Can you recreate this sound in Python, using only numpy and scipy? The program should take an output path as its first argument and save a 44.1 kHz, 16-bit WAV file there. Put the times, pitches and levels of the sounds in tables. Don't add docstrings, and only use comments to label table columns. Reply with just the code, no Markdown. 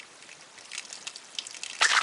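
import sys
import numpy as np
from scipy import signal
from scipy.io import wavfile
from scipy.ndimage import uniform_filter1d

SR = 44100
rng = np.random.default_rng(int(sys.argv[2]) if len(sys.argv) > 2 else 0)


def persist_wave(psi):
    counts = np.round(np.clip(psi, -1, 1) * 32767).astype(np.int16)
    wavfile.write(sys.argv[1], SR, np.atleast_2d(counts).T)


N = 89478

# hz, level_db
WASH_SPECTRUM = [(18, -48), (30, -48), (141, -3), (365, 1), (1100, 1.5), (2350, -1.5), (5690, -5.5),
                 (10500, -11.5), (13600, -90)]
WASH_DB, WASH_PATCH_DB = -52, 2

GARDEN_DB, GARDEN_T60_S = -16, .2
GROUND_DB, GROUND_DECAY_S = -9, .002

# time_s, level_db
PATTER_LEVEL = [(0, -80), (.12, -59), (.3, -56.5), (.5, -60.5), (.68, -53), (.8, -54.5), (.96, -47.5),
                (1.22, -54), (1.42, -51.5), (1.55, -49), (1.75, -51), (2.03, -45)]
# pitch_hz, level_db
PATTER_SPECTRUM = [(600, -11), (1300, -24.5), (2300, -2.5), (4000, -2), (6000, 4.5), (10000, -3.5)]
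PATTER_PER_S, PATTER_SPREAD_DB = 1200, 2.5
PATTER_DECAY_CYCLES = 4.8

# start_s, level_db (before DROP_DB), ring_hz, smack_db (against the ring)
FAT_DROPS = [(0, -27, 2470, -5.5), (.029, -31, 2170, -10), (0.2245, -30.5, 2030, 3), (.237, -37, 2330, -14),
             (.291, -31.5, 1890, -3), (0.3143, -31, 2640, -11), (.328, -30.5, 2560, -2),
             (.410, -34, 5700, -18), (.4225, -36.5, 2330, -9), (.578, -32, 2220, -3),
             (.587, -30.5, 2050, 4), (.6095, -32, 5800, 0), (.6555, -35.5, 2930, 1.5),
             (.7173, -24.5, 2970, 5), (0.734, -22.5, 2200, -5), (0.7495, -20.5, 2140, 5),
             (.7548, -25, 2220, 0), (0.7784, -19, 3000, 6), (0.7818, -19.5, 3950, 13),
             (0.795, -22, 2260, -2), (.851, -29, 5960, -2), (0.907, -31.5, 4670, 9),
             (0.928, -20.5, 6200, -3.5), (0.9544, -28.5, 4700, 0), (1.0699, -19.5, 3480, 6),
             (1.0764, -18.5, 3020, 3), (1.1595, -22.5, 4750, -13), (1.168, -31, 8300, -8),
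             (1.351, -28, 6300, -1), (1.3864, -13, 3470, -14), (1.3869, -19.5, 5060, -11),
             (1.4508, -29, 2730, 0), (1.4688, -21, 6950, -21), (1.509, -25.5, 4920, -7),
             (1.545, -24, 2460, 0), (1.568, -24.5, 5800, 6), (1.6344, -16.5, 2950, 7.5),
             (1.6619, -19.5, 3020, 4), (1.6992, -22, 3000, -2), (1.7116, -25, 3520, -4),
             (1.732, -24.5, 2090, 4), (1.7522, -25, 2440, 1), (1.765, -29, 2830, 4), (1.789, -28, 5800, 6),
             (1.8017, -25.5, 2970, 13), (1.8095, -18, 2800, -15), (1.8209, -9, 2610, -13),
             (1.827, -10.5, 3350, -7), (1.8438, -14, 7980, 5), (1.8525, -18.5, 4450, -11),
             (1.9155, -26, 5860, -18), (1.931, -14.5, 2930, -11), (1.9703, -13, 3880, -23),
             (2.0111, -23, 2920, -3)]
# hz, level_db
SMACK_SPECTRUM = [(100, -47), (400, -18), (1000, -10), (2200, -1), (4000, 3), (6500, 0), (9000, -4),
                  (11000, -12)]
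DROP_DB, DROP_LOW_CUT_HZ = -5.5, 372
SPLATTER_S, SNAP = .0022, 5.5
DROP_TAIL_DB, DROP_TAIL_S = -18, .02
RING_OCTAVES, RING_STEEPNESS = .5, 2.04
RING_NOTE_DB = -9

# start_s, level_db, pitch_hz, decay_s
AIR_POCKETS = [(.908, -38, 660, 0.0031), (1.073, -39, 1083, 0.0044), (1.8135, -26, 680, .0056),
               (1.8215, -13, 1885, 0.0048), (1.824, -16.5, 1225, 0.009), (1.851, -9.5, 1685, 0.0062),
               (1.8608, -28, 463, 0.0031), (1.901, -16.5, 1570, 0.0033), (1.9137, -21, 1550, 0.0013),
               (1.9342, -10.5, 1180, 0.0023), (1.935, -10, 1950, 0.0014), (1.95, -11.5, 980, 0.002),
               (1.954, -32, 630, .004), (1.9776, -6.5, 1600, 0.0012), (1.9774, -8, 1910, 0.002),
               (1.9869, -12.5, 1262, 0.0038), (2.0106, -17.5, 1220, 0.0017)]
POCKET_RISE_S, POCKET_GLIDE_PER_S = .00074, 8.7
POCKET_SPIT_DB = -13.5

# time_s, gurgle_db, splash_db, spray_db (each before its trim below)
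GUSH_LEVELS = [(1.808, -34, -45, -43), (1.826, -29.5, -27.5, -35), (1.844, -23, -36, -21.5),
               (1.852, -24.5, -42, -23), (1.88, -35, -46.5, -30.5), (1.918, -24, -30.5, -26.5),
               (1.924, -38, -31.5, -34), (1.934, -26, -30.5, -38), (1.942, -32, -32.5, -36.5),
               (1.96, -29, -33, -29), (1.978, -17.5, -31, -27.5), (1.99, -30, -44, -35),
               (2.002, -61, -60, -43), (2.014, -25, -33.5, -36.5), (2.029, -72, -58, -46)]
GURGLE_DB, SPLASH_DB, SPRAY_DB = .5, 4.5, -3
# hz, level_db
GURGLE_SPECTRUM = [(150, -24), (650, -12.5), (950, -3.5), (1300, 4), (2050, 4), (2500, -4.5), (5000, -11.5)]
# hz, level_db
SPLASH_SPECTRUM = [(300, -49), (1700, -5), (2550, -2), (3900, -1), (4800, -7.5), (8000, -28)]
# hz, level_db
SPRAY_SPECTRUM = [(1000, -47), (3800, -7.5), (5200, 4.5), (6500, -1), (8200, -3), (9500, -11.5),
                  (11000, -27)]
# time_s, pitch_hz
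SPOUT_PITCH = [(1.81, 1700), (1.835, 1330), (1.853, 1670), (1.866, 1580), (1.888, 1890), (1.94, 1480),
               (1.955, 1100), (1.978, 1680), (1.992, 1350)]
SPOUT_WIDTH_HZ = 560
# time_s, level_db
THUD_LEVEL = [(1.8, -74), (1.815, -32), (1.83, -34), (1.848, -50), (1.864, -45.5), (1.882, -61),
              (1.915, -38), (1.955, -41), (1.995, -57), (2.015, -36.5), (2.03, -62)]
# hz, level_db
THUD_SPECTRUM = [(40, -40), (110, -32), (220, -8.5), (420, 0), (1000, 8), (2000, -12), (5000, -51)]
GUSH_GRAINS_PER_S, GUSH_SPREAD_DB = 2000, 2.5
CLUMP_DB, CLUMP_S = 2.5, .004

LOW_CUT_HZ, RECORDER_EDGE_HZ = 67, 11050


def amp(db):
    return 10 ** (np.asarray(db) / 20)


def unit(x):
    return x / np.sqrt(np.mean(x ** 2) + 1e-20)


def read_spectrum(points, hz):
    point_hz, db = np.transpose(points)
    return np.interp(np.log(hz + 1), np.log(point_hz), db)


def level(rows, column=1):
    rows = np.array(rows)
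    return amp(np.interp(np.arange(N) / SR, rows[:, 0], rows[:, column]))


def add(mix, start_s, sound):
    part = mix[max(round(start_s * SR), 0):][:len(sound)]
    part += sound[:len(part)]


def colour(x, db_at, size=2048):
    hz = abs(np.fft.fftfreq(size, 1 / SR))
    log_gain = np.log(amp(db_at(hz)) + 1e-5)
    taps = np.fft.ifft(np.exp(np.conj(signal.hilbert(log_gain)))).real
    return signal.fftconvolve(x, taps[:size // 2])[:len(x)]


def high_pass(x, hz):
    return signal.sosfilt(signal.butter(2, hz, "high", fs=SR, output="sos"), x)


def clicks(per_s, spread_db):
    size = amp(spread_db * np.minimum(rng.exponential(1, N), 4))
    sign = rng.choice([-1, 1], N)
    return size * sign * (rng.random(N) < per_s / SR)


def wash(size=512):
    hz = np.fft.rfftfreq(size, 1 / SR)
    real, imag, patches = rng.standard_normal((3, N * 4 // size + 5, len(hz)))
    patches = uniform_filter1d(patches, size=6, axis=0)
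    patches = unit(uniform_filter1d(patches, size=10, axis=1))
    gain = amp(read_spectrum(WASH_SPECTRUM, hz) + WASH_PATCH_DB * patches)
    frames = (real + 1j * imag) * gain
    hiss = signal.istft(frames.T, nperseg=size, noverlap=size * 3 // 4)[1][:N]
    return amp(WASH_DB) * unit(hiss)


def add_echoes(x, echoes, db):
    echoes = echoes / np.linalg.norm(echoes)
    return x + amp(db) * signal.fftconvolve(x, echoes)[:N]


def garden(x):
    t = np.arange(SR // 3) / SR
    echoes = rng.standard_normal(len(t)) * amp(-60 * t / GARDEN_T60_S)
    return add_echoes(x, echoes, GARDEN_DB)


def ground(x):
    t = np.arange(1024) / SR
    echoes = rng.standard_normal(len(t)) * (t > .0015) * np.exp(-t / GROUND_DECAY_S)
    return add_echoes(x, echoes, GROUND_DB)


def patter(pitches=32):
    t = np.arange(1024) / SR
    out = np.zeros(N)
    for hz in np.geomspace(600, 10500, pitches):
        tick = np.sin(2 * np.pi * hz * t) * np.exp(-t * hz / PATTER_DECAY_CYCLES)
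        impacts = clicks(PATTER_PER_S / pitches, PATTER_SPREAD_DB)
        ticks = signal.fftconvolve(impacts, unit(tick))[:N]
        out += amp(read_spectrum(PATTER_SPECTRUM, hz)) * ticks
    return unit(out) * level(PATTER_LEVEL)


def fat_drop(db, ring_hz, smack_db, size=4096):
    t = np.arange(size) / SR
    hit = np.exp(-t / SPLATTER_S)
    fading = hit + amp(DROP_TAIL_DB) * np.exp(-t / DROP_TAIL_S)
    splatter = fading * rng.choice([-1, 1], (2, size))
    splatter[:, 0] = SNAP

    def ring_db(hz):
        octaves_off = np.log2((hz + 1) / ring_hz)
        return -20 * RING_STEEPNESS * np.log10(1 + (octaves_off / RING_OCTAVES) ** 2)

    smack = unit(colour(splatter[0], lambda hz: read_spectrum(SMACK_SPECTRUM, hz)))
    ring = unit(colour(splatter[1], ring_db))
    note = unit(hit * np.sin(2 * np.pi * ring_hz * t))
    sound = unit(ring + amp(RING_NOTE_DB) * note + amp(smack_db) * smack)
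    return amp(db + DROP_DB) * sound * np.sqrt(np.mean(hit ** 2))


def fat_drops():
    out = np.zeros(N)
    for start_s, *drop in FAT_DROPS:
        add(out, start_s, fat_drop(*drop))
    return high_pass(out, DROP_LOW_CUT_HZ)


def air_pocket(db, pitch_hz, decay_s, size=2048):
    t = np.arange(size) / SR
    note = np.sin(2 * np.pi * pitch_hz * (t + POCKET_GLIDE_PER_S * t ** 2 / 2))

    def spit_db(hz):
        return np.maximum(read_spectrum(GURGLE_SPECTRUM, hz), read_spectrum(SPLASH_SPECTRUM, hz))

    spit = unit(colour(rng.standard_normal(size), spit_db))
    shape = (1 - np.exp(-t / POCKET_RISE_S)) * np.exp(-t / decay_s)
    return amp(db) * shape * (note + amp(POCKET_SPIT_DB) * spit)


def air_pockets():
    out = np.zeros(N)
    for start_s, *pocket in AIR_POCKETS:
        add(out, start_s, air_pocket(*pocket))
    return out


def resonate(x, hz, width_hz):
    turn = np.exp(2j * np.pi * np.cumsum(hz) / SR)
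    r = np.exp(-np.pi * width_hz / SR)
    return 2 * (turn * signal.lfilter([1 - r], [1, -r], x / turn)).real


def gush_grains(spectrum):
    clumps = unit(uniform_filter1d(rng.standard_normal(N), size=round(CLUMP_S * SR)))
    grains = clicks(GUSH_GRAINS_PER_S, GUSH_SPREAD_DB) * amp(CLUMP_DB * clumps)
    return unit(colour(grains, lambda hz: read_spectrum(spectrum, hz)))


def gush():
    t = np.arange(N) / SR
    spout_hz = np.interp(t, *np.transpose(SPOUT_PITCH))
    gurgle = unit(resonate(gush_grains(GURGLE_SPECTRUM), spout_hz, SPOUT_WIDTH_HZ))
    sound = gush_grains(THUD_SPECTRUM) * level(THUD_LEVEL)
    sound += amp(GURGLE_DB) * gurgle * level(GUSH_LEVELS, column=1)
    sound += amp(SPLASH_DB) * gush_grains(SPLASH_SPECTRUM) * level(GUSH_LEVELS, column=2)
    sound += amp(SPRAY_DB) * gush_grains(SPRAY_SPECTRUM) * level(GUSH_LEVELS, column=3)
    return sound * (t > GUSH_LEVELS[0][0])


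def scene():
    landing = ground(patter() + fat_drops())
    water = landing + air_pockets() + gush()
    return (wash() + garden(water))[None]


def record(dry):
    sound = high_pass(dry, LOW_CUT_HZ)
    low_pass = signal.firwin(301, RECORDER_EDGE_HZ, window=("kaiser", 8), fs=SR)
    return signal.oaconvolve(sound, low_pass[None], "same")


dry = scene()
out = record(dry)
persist_wave(out)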